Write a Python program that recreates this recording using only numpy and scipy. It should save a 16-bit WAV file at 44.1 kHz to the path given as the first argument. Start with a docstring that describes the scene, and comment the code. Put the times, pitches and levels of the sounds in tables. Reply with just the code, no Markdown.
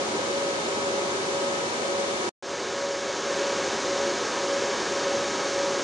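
"""You hear a steady rush of air with a throbbing hum: a booting server's cooling fans in a small room.
The air rushes through the case, which rings at some pitches, and the blades add faint tones above it.
Two pairs of fans turn at nearly the same speed, so their tones beat (swell and sink) about two and
three times a second. The sound drops out briefly, comes back in mono from the left microphone alone,
and swells to full over a second."""
import sys
import numpy as np
from scipy import signal
from scipy.fft import rfft, irfft, next_fast_len
from scipy.io import wavfile

SR = 44100
rng = np.random.default_rng(int(sys.argv[2]) if len(sys.argv) > 2 else 0)


def int16_out(signal):
    """Quantize to a 16-bit WAV file."""
    q = np.round(np.clip(np.atleast_2d(signal).T, -1, 1) * 32767)
    wavfile.write(sys.argv[1], SR, q.astype(np.int16))


N = 257365
TIME = np.arange(N) / SR

# swirling air at the left microphone, before the resonances: pitch_hz, level_db_per_hz
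AIR_SPECTRUM = [(25, -100), (55, -86), (100, -74), (150, -71), (300, -62.5), (480, -65.5), (700, -63.5),
                (1100, -67.5), (2000, -71), (2800, -72.5), (7150, -73.5), (7650, -82), (9200, -87),
                (10100, -98.5)]
# pitches that the case and room boost or weaken: pitch_hz, width_hz, boost_db
CASE_RESONANCES = [(225, 33, 2), (263.6, 16.3, -6.5), (299, 31, 3.5), (322.6, 14, -6.5), (356, 31, 7.5),
                   (388.7, 24.5, 7), (412, 33, 6), (472, 19, 1), (505, 22, 2), (523, 115, 7.5),
                   (595, 17, 3), (653, 67, -4.5), (710, 40, 1), (848, 35, 3.5), (1087, 88, 5.2),
                   (1190, 30, 4), (1355, 48, 1.5), (1473, 50, 4.5), (1612, 100, 6), (1735, 30, -4),
                   (1778, 87, 6), (2238, 130, 4.5), (3025, 130, 3.5), (3650, 230, 3), (4040, 130, 2.2),
                   (4460, 220, 2.5), (5430, 560, 3), (6085, 97, 4), (6360, 210, 5), (6600, 130, 2),
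                   (6980, 220, -2), (7300, 260, 1)]
# how much louder the air is on the right than on the left: pitch_hz, right_boost_db
AIR_RIGHT_BOOST = [(60, 0), (200, 2.5), (450, -0.6), (750, 2), (950, 0.5), (1400, -1.5), (1700, 0),
                   (2200, 0.5), (4300, -0.5), (5200, -5.5), (6300, -8), (7200, -1), (8300, 8), (9100, 5.5),
                   (10000, 13.5)]
# how alike the air is at the two microphones: pitch_hz, likeness_0_to_1, left_lag_rad
AIR_LIKENESS = [(60, 0.9, -0.5), (200, 0.97, 0), (298, 0.92, 0.36), (368, 0.94, -0.5), (533, 0.85, 1),
                (690, 0.5, 0.1), (1000, 0.6, 0.14), (1180, 0, 2.5), (1650, 0.73, 2.5), (1925, 0.43, 3.5),
                (2130, 0.1, 3.5), (2960, 0.05, 1.5), (3690, 0.05, 8), (5000, 0.2, 5.5), (10000, 0, 19)]
# steady blade and motor tones: pitch_hz, level_db, right_boost_db, left_lag_rad
FAN_TONES = [(83, -63.5, -1, 0), (236.9, -55.5, 6.5, .1), (319.5, -52, 2, .3), (551.4, -50, 1, .6),
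             (639, -52, 4, .1), (1103, -57, -1, .7), (1114.5, -53.5, -3, .7), (1118.5, -57, -1, .7),
             (1274.3, -44.3, 0, -1.2), (1654, -54, -6, 3), (1672.6, -49.5, -5, 3), (2185, -58, -3, 3.2)]
# two beating pairs of fans, a hum and a fainter whine; at a lull their tones nearly cancel:
# pitch_hz, (lull_s, beats_per_s) before the gap, (lull_s, beats_per_s) after it
FAN_PAIR_BEATS = [(558.4, (.148, 1.91), (2.616, 1.812)), (957.25, (.31, 3.25), (2.655, 3.15))]
# the same two pairs: faster_fan_db, slower_fan_offset_db, right_boost_db, left_lag_rad
FAN_PAIR_LEVELS = [(-36, -0.5, -1.5, 0.43), (-45.5, -3, -1, 0.72)]
# moments when the hum's faster fan sounds louder: peak_s, half_length_s, boost_db
HUM_FLARE_UPS = [(2.845, 0.026, 8.5), (3.101, 0.014, 12.5), (5.146, 0.022, 6.5), (5.607, 0.056, 5.5)]

GAP_START_S, GAP_END_S = 2.292, 2.425


def from_db(db):
    """Turn decibels into a number to multiply a sound by."""
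    return 10 ** (np.asarray(db) / 20)


def at_hz(rows, hz, column=1):
    """Read a table between its rows, along straight lines on a log pitch scale."""
    rows = np.array(rows)
    return np.interp(np.log(hz + 1e-9), np.log(rows[:, 0]), rows[:, column])


def drift(rate_hz):
    """A smooth random wobble, about 1 in size, that changes roughly rate_hz times a second."""
    step, warm_up = 40, 2000  # samples per point, points thrown away
    pole = np.exp(-2 * np.pi * step * rate_hz / SR)
    noise = rng.standard_normal(N // step + warm_up + 2)
    slow = signal.lfilter([1], [1, -2 * pole, pole * pole], noise)[warm_up:]
    return np.interp(np.arange(N) / step, np.arange(len(slow)), slow / slow.std())


def rushing_air():
    """Swirling air rings the case and room. Long waves reach both microphones alike; short ones do not."""
    size = next_fast_len(N)
    hz = np.arange(size // 2 + 1) * SR / size
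    boost_db = sum(db / (1 + (2 * (hz - centre) / width) ** 2) for centre, width, db in CASE_RESONANCES)
    colour = from_db(at_hz(AIR_SPECTRUM, hz) + boost_db) * np.sqrt(SR / 2)
    left, unrelated = rfft(rng.standard_normal((2, size)))
    likeness = np.clip(at_hz(AIR_LIKENESS, hz), 0, 1)
    lag_rad = at_hz(AIR_LIKENESS, hz, column=2)
    right = likeness * np.exp(1j * lag_rad) * left + np.sqrt(1 - likeness ** 2) * unrelated
    right *= from_db(at_hz(AIR_RIGHT_BOOST, hz))
    return irfft(colour * np.array([left, right]), size)[:, :N]


def blade_tone(phase, level_db, right_db, lag_rad):
    """One fan's pure tone at both microphones; level_db is its average (rms) level on the left."""
    peak = np.sqrt(2) * from_db(level_db)
    return peak * np.array([np.sin(phase), from_db(right_db) * np.sin(phase + lag_rad)])


def fan_whine(flutter_db=1.05, wander_rad=0.19):
    """Air enters the fans unevenly, so each faint tone flutters in level and wanders in phase."""
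    out = np.zeros((2, N))
    for hz, level_db, right_db, lag_rad in FAN_TONES:
        phase = 2 * np.pi * (hz * TIME + rng.random()) + wander_rad * drift(1.6)
        out += blade_tone(phase, level_db + flutter_db * drift(3.9), right_db, lag_rad)
    return out


def beating_fans(flutter_db=0.5, rise_db_per_s=0.01):
    """In each pair one fan gains on the other, by one whole blade from each lull to the next."""
    out = np.zeros((2, N))
    for beats, levels, flare_db in zip(FAN_PAIR_BEATS, FAN_PAIR_LEVELS, (hum_flares(), 0)):
        hz, before_gap, after_gap = beats
        start_db, slower_offset_db, right_db, lag_rad = levels
        lull_s, beats_per_s = np.where((TIME < GAP_END_S)[:, None], before_gap, after_gap).T
        lead_rad = 2 * np.pi * beats_per_s * (TIME - lull_s) + np.pi  # opposite at each lull
        phase = 2 * np.pi * (hz * TIME + rng.random())
        level_db = start_db + rise_db_per_s * TIME
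        faster_db = level_db + flare_db + flutter_db * drift(10.0)
        slower_db = level_db + slower_offset_db + flutter_db * drift(6.7)
        out += blade_tone(phase + lead_rad / 2, faster_db, right_db, lag_rad)
        out += blade_tone(phase - lead_rad / 2, slower_db, right_db, lag_rad)
    return out


def dropout_gain(drop_db=-21, tail_s=0.027):
    """At the gap the level drops at once, and a faint tail fades to silence."""
    tail = np.clip(1 - (TIME - GAP_START_S) / tail_s, 0, 1) ** 2
    return np.where(TIME < GAP_START_S, 1, from_db(drop_db) * tail)


def comeback_gain(fade_in_db=-8.5, fade_in_s=0.044, lowered_db=-3.0, hold_s=0.59, swell_s=0.4):
    """After the gap the level rises quickly, stays a little low, then swells to full."""
    since_s = np.maximum(TIME - GAP_END_S, 0)
    swell = np.clip((since_s - hold_s) / swell_s, 0, 1)
    return from_db(fade_in_db * np.exp(-since_s / fade_in_s) + lowered_db * (1 - swell))


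def hum_flares():
    """The hum gets louder for a moment now and then: smooth bumps of extra level, in dB."""
    return sum(db * np.exp(-((TIME - peak_s) / half_s) ** 2) for peak_s, half_s, db in HUM_FLARE_UPS)


def scene():
    """Rushing air with the fans' tones in it."""
    return rushing_air() + fan_whine() + beating_fans()


def record(dry):
    """Stereo up to the gap, then the left microphone on both sides; the highest treble is cut."""
    heard = np.where(TIME < GAP_END_S, dry * dropout_gain(), dry[0] * comeback_gain())
    treble_cut = signal.cheby2(12, 62, 12100, fs=SR, output="sos")  # 62 dB down from 12100 Hz up
    return signal.sosfilt(treble_cut, heard)


dry = scene()
out = record(dry)
int16_out(out)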